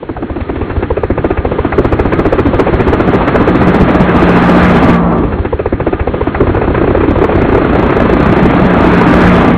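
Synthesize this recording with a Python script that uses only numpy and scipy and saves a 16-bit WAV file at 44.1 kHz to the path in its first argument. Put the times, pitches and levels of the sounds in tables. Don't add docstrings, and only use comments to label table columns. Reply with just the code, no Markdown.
import sys
import numpy as np
from scipy import signal
from scipy.fft import rfft, irfft
from scipy.io import wavfile
from scipy.ndimage import uniform_filter1d, map_coordinates

SR = 44100
rng = np.random.default_rng(int(sys.argv[2]) if len(sys.argv) > 2 else 0)


def unload_audio(sound):
    columns = np.transpose(np.atleast_2d(sound))
    steps = np.round(np.clip(columns, -1, 1) * 32767)
    wavfile.write(sys.argv[1], SR, steps.astype(np.int16))


def gain_from_decibels(decibels):
    exponent = np.asarray(decibels, float) / 20
    return 10 ** exponent


N = 422037
TIME = np.arange(N) / SR
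BAND_HZ = 4330
MERGE_DB, MERGE_S, MERGE_WIDTH_S = -3, 4.5, 0.45

# start_s, peak_db, ring_hz
FAR_SLAPS = [(0.029, -12, 410), (0.092, -0.5, 322), (0.166, -12.5, 700), (0.224, 3.5, 309), (0.3, -3, 361),
             (0.362, -6.5, 317), (0.408, -17.5, 361), (0.493, -2.5, 289), (0.559, -12, 267),
             (0.614, -8.5, 424), (0.7, -10.5, 351), (0.765, -7, 307), (0.827, -1, 372), (0.904, -4, 429),
             (0.97, -2, 431), (1.035, 1.5, 392), (1.103, 1, 336), (1.178, -3, 435), (1.244, 0, 375.5),
             (1.306, -1, 361), (1.374, -9.5, 309), (1.451, 2.5, 438), (1.517, -5, 433), (1.587, -1.5, 416),
             (1.649, 4.5, 311), (1.724, -4.5, 709.5), (1.781, 10, 334), (1.848, 0.5, 348.4),
             (1.922, 0, 401), (1.992, -3, 456)]
# time_s, level_db
NEARNESS = [(0.0, -38), (0.15, -35.5), (0.32, -32.5), (0.67, -27.5), (0.85, -30), (1.4, -25), (1.68, -22),
            (1.93, -23.5), (2.25, -23), (3.08, -17), (3.37, -17), (3.98, -14), (4.58, -11), (4.78, -13),
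            (4.93, -13), (5.13, -11.5), (5.3, -28), (5.45, -21)]
# freq_hz, density_db_per_hz
ROAR_SPECTRUM = [(12, -37), (20, -18), (71, 0), (226, -4.5), (290, -2), (381, -3.5), (572, -13),
                 (686, -14.5), (1210, -19), (1420, -17), (2080, -24.5), (4110, -41.5), (4500, -55),
                 (5850, -85), (9900, -120)]
# time_s, rms_db
TAIL_THIRD = [
    (2.6, -29.5),
    (3.1, -22),
    (3.5, -18.5),
    (3.9, -13.5),
    (4.15, -12),
    (4.6, -8.5),
    (5.0, -9),
    (5.2, -15),
    (5.45, -35.5),
]
# multiple, level_re_third_db
TAIL_OTHERS = [(2, -22), (5, -10), (6, -20), (7, -15.5), (8, -12.5)]
# time_s, ceiling_db
OVERLOAD = [
    (0, -10),
    (.4, -9.5),
    (.75, -1.4),
    (1.0, -1.0),
    (1.07, 2.6),
    (1.15, .1),
    (2.2, 0.35),
    (4.96, 1.5),
    (5.2, -2.5),
    (5.45, -11.5),
]
# edge_hz, step_db
TREBLE_STEPS = [(2720, -2), (3750, -2)]
# time_s, layer_db, leader_db
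LAYER_LEVEL = [
    (1.6, -28.5, -1),
    (1.85, -4, -2),
    (2.7, -3, -2.5),
    (4, -2.5, -2.5),
    (4.94, -3, -2.5),
    (5.3, -6, 1.5),
]


def curve(table):
    time_s, *columns = np.transpose(table)
    return [np.interp(TIME, time_s, c) for c in columns]


def unit(x):
    return x / np.sqrt(np.mean(x ** 2))


def band(x, lo_hz, hi_hz, order=2):
    return signal.sosfilt(signal.butter(order, [lo_hz, hi_hz], "band", fs=SR, output="sos"), x)


def walk(rate_hz):
    hold = int(SR / rate_hz)
    steps = np.repeat(rng.standard_normal(N // hold + 1), hold)
    return 1.296 * uniform_filter1d(uniform_filter1d(steps, hold), hold)[:N]


def add(out, start_s, grain):
    i = max(int(start_s * SR), 0)
    out[i:i + len(grain)] += grain[:N - i]


def bump(at_s, width_s, time_s=TIME):
    return np.exp(-((time_s - at_s) / width_s) ** 2)


def doppler(pass_s, width_s, depth):
    return 1 - depth * (TIME - pass_s) / np.hypot(TIME - pass_s, width_s)


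def blades(count=43):
    start_s, peak_db, ring_hz = np.transpose(FAR_SLAPS)
    chance = rng.standard_normal((len(start_s) + count, 5)).T
    late, other, tone = chance[:3, len(start_s):]
    since_s = 0.0677 * np.arange(count)
    start_s = np.append(start_s, 2.053 + since_s + 0.005 * late)
    peak_db = np.append(peak_db, 3 - 0.37 * since_s - 2.5 * late + 2.0 * other)
    ring_hz = np.append(ring_hz, 350.6 * np.exp(0.12 * (late + tone) - 0.13 * since_s))
    merge_db = MERGE_DB * bump(MERGE_S, MERGE_WIDTH_S, start_s)
    crack_db = -13 + merge_db - 23.5 * np.exp(-start_s / 0.38) + 3 * chance[3]
    thump_db = -10 - 11.5 * np.exp(-start_s / 0.36) + 4.5 * chance[4]
    thump_db += -5.5 * bump(3.9, 0.97, start_s)
    return np.transpose([start_s, peak_db + merge_db, ring_hz, crack_db, thump_db])


def crack_air():
    air = unit(band(rng.standard_normal(N), 710, 1600, order=1))
    return signal.sosfilt(signal.ellip(6, 0.5, 14, 2720, fs=SR, output="sos"), air)


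def main_rotor(beats, behind_s, spread):
    out, crack, gust = np.zeros(N), np.zeros(N), np.zeros(N)
    t = np.arange(2600) / SR
    chance = rng.standard_normal((len(beats), 6))
    stumble = walk(350)
    for (start_s, peak_db, hz, crack_db, thump_db), c in zip(beats, chance):
        start_s += behind_s * (1 + 0.4 * c[5])
        hz = hz * np.exp(spread * c[2]) * (330 / hz) ** (4 * spread)
        i = int(start_s * SR)
        pitch_stumble = stumble[i:i + len(t)]
        level_stumble = stumble[::-1][i:i + len(t)]

        hold_s = 0.0095 * np.exp(0.2 * c[0])
        shape = (1 - np.exp(-t / 0.0012)) * np.exp(-(t / hold_s) ** 2.25)
        cycle_hz = hz * (1.12 - 9.75 * t) * (1 + 0.1794 * pitch_stumble)
        turns = np.cumsum(cycle_hz) / SR + 0.3 * c[1]
        ring = np.sin(2 * np.pi * turns)
        ring += 0.44 * np.sin(2 * np.pi * (1.9 + 0.25 * c[2]) * turns)
        ring *= gain_from_decibels(4.0 * level_stumble)
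        add(out, start_s - 0.001, gain_from_decibels(peak_db + 2.25) * shape * ring)

        echo = shape * np.sin(2 * np.pi * 0.787 * turns)
        add(out, start_s + 0.016 + 0.00404 * c[3], gain_from_decibels(peak_db - 7.5) * echo)

        late_s = t - 0.016 - 0.0015 * c[4]
        thump = np.exp(-(late_s / 0.007) ** 2) * np.cos(2 * np.pi * 72 * late_s - 0.5)
        add(out, start_s, gain_from_decibels(thump_db + 5.5) * thump)

        burst = (t / 0.0083) ** 1.55 * np.exp(-t / 0.0062)
        add(crack, start_s - 0.006, gain_from_decibels(crack_db + 6.5) * burst)
        push = (1 - np.exp(-t / 0.00096)) * np.exp(-t / 0.015)
        add(gust, start_s - 0.004, push)
    return out + crack * crack_air(), gust


def turbulence():
    hz, density_db = np.transpose(ROAR_SPECTRUM)
    shared, groups = walk(9), np.zeros((5, N))
    for f in 24 * 2 ** np.arange(0, 7.6, 1 / 3):
        db = np.interp(np.log(f), np.log(hz), density_db) + 10 * np.log10(f)
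        noise = unit(band(rng.standard_normal(N), f / 1.13, f * 1.13))
        group = np.searchsorted([110, 500, 1500, 2800], f)
        groups[group] += gain_from_decibels(db + 1.2 * shared + 1.5 * walk(18)) * noise
    return np.array([unit(g) for g in groups])


def roar(air, gust):
    sub, low, mid, high, top = air
    overhead = bump(MERGE_S, MERGE_WIDTH_S)
    gust = gust * (1 - 0.64 * overhead)
    mid_db = curve(NEARNESS)[0] + 1.5 * overhead

    knee_db, low_top_db = 6.5, -9
    low_db = -knee_db * np.logaddexp(-(mid_db + 11.5) / knee_db, -low_top_db / knee_db)

    past_s = np.maximum(TIME - 4.95, 0)
    high_db = -11 + 0.79 * mid_db - 7.5 * np.minimum(past_s / 0.069, 1) - 20 * past_s
    high = high + gain_from_decibels(-11 - 0.15 * (mid_db + 17.5) + 2.0 * gust) * top

    out = gain_from_decibels(-22 + 2.6 * gust) * sub * np.clip(0.5 + TIME / 4.1, 0, 1)
    out += gain_from_decibels(low_db + 7.7 * gust - 1.8) * low
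    out += gain_from_decibels(mid_db + 11.0 * gust - 3.0) * mid
    return out + gain_from_decibels(high_db + 4.8 * gust) * high


def gearbox():
    mesh_hz = 1172 * doppler(4.86, 0.12, 0.031)
    db = -12.5 + 1.14 * curve(NEARNESS)[0] + 5.5 * bump(4.68, 0.25)
    turns = np.cumsum(mesh_hz * (1 + 0.02596 * walk(60))) / SR
    level = gain_from_decibels(db + 7.5 + 3.6 * walk(22)) * np.clip(TIME / 0.25, 0, 1)
    return level * np.sin(2 * np.pi * turns)


def tail_rotor():
    third_db, = curve(TAIL_THIRD)
    first_db = np.minimum(-21, third_db)
    fourth_db = third_db - 3 - 10 * bump(4.15, 0.31)
    lines = [(1, first_db), (3, third_db), (4, fourth_db)]
    lines += [(k, third_db + db) for k, db in TAIL_OTHERS]

    blade_hz = 58.56 * doppler(4.85, 0.444, 0.024)
    turns = np.cumsum(blade_hz * (1 + 0.011 * walk(14))) / SR
    out = np.zeros(N)
    for k, db in lines:
        out += gain_from_decibels(db + 1.9 * walk(16)) * np.sin(2 * np.pi * (k * turns + rng.random()))
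    return gain_from_decibels(4.5) * np.clip(TIME - 2.4, 0, 1) * out


def first_recorder(x, knee=3.8):
    top = gain_from_decibels(curve(OVERLOAD)[0])
    flat = x / (1 + np.abs(x / top) ** knee) ** (1 / knee)
    dull = signal.butter(2, 2100, fs=SR, output="sos")
    flat = x + signal.sosfiltfilt(dull, flat - x)
    hz = np.arange(N // 2 + 1) * SR / N
    loss_db = sum(db * (hz > edge_hz) for edge_hz, db in TREBLE_STEPS)
    flat = irfft(rfft(flat) * gain_from_decibels(loss_db), N)
    return signal.sosfilt(signal.ellip(12, 0.3, 95, BAND_HZ, fs=SR, output="sos"), flat)


def second_flyby(leader, layer):
    lag_s, slip_at_s, slip_s, layer_lag_s = 4.6235, 2.76, -0.004, 4.644
    source_s = TIME - lag_s
    source_s = source_s - slip_s * np.clip((source_s - slip_at_s) / 0.08 + 0.5, 0, 1)
    again = map_coordinates(leader, [source_s * SR], order=3)
    again += np.roll(layer, int(layer_lag_s * SR)) * (source_s > 1)

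    since_s = source_s - 0.301
    db = -0.5 + 0.25 * (since_s - 1)
    db += -10.5 * np.clip(1 - since_s / 0.3, 0, 1)
    db += -68 * np.maximum(source_s - 4.862, 0)
    return again * np.clip(since_s / 0.03, 0, 1) * gain_from_decibels(db)


def scene():
    layer_db, leader_db = curve(LAYER_LEVEL)
    air = turbulence()
    beats = blades()
    slaps, gust = main_rotor(beats, 0, spread=0)
    leader = slaps + roar(air, gust) + tail_rotor() + gearbox()
    leader = gain_from_decibels(leader_db) * first_recorder(leader)

    slaps, gust = main_rotor(beats, 0.007, spread=0.13)
    layer = first_recorder(slaps + roar(np.roll(air, SR, axis=1), gust))
    layer *= gain_from_decibels(layer_db) * (TIME > LAYER_LEVEL[0][0])

    leaves = np.clip((5.45 - TIME) / 0.12, 0, 1)
    leaves *= gain_from_decibels(np.interp(TIME, [4.96, 4.97], [0, -2]))
    return ((leader + layer) * leaves + second_flyby(leader, layer))[None]


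def top_cut(x):
    return signal.sosfilt(signal.butter(12, 15750, fs=SR, output="sos"), x)


def record(dry):
    clipped = np.clip(dry + 0.0012, -0.93, 0.93)
    above = signal.butter(8, BAND_HZ, "high", fs=SR, output="sos")
    spray = signal.sosfilt(above, clipped - dry)
    window = np.hanning(2200)[None] ** 2 / 825
    puffs = np.sqrt(np.abs(signal.oaconvolve(spray ** 2, window, "same")))
    hiss = band(rng.standard_normal(N), 3000, 4500, order=1)
    hiss = unit(band(hiss, BAND_HZ, 15500, order=6))
    return top_cut(clipped + gain_from_decibels(-8.5) * puffs * hiss)


dry = scene()
out = record(dry)
unload_audio(out)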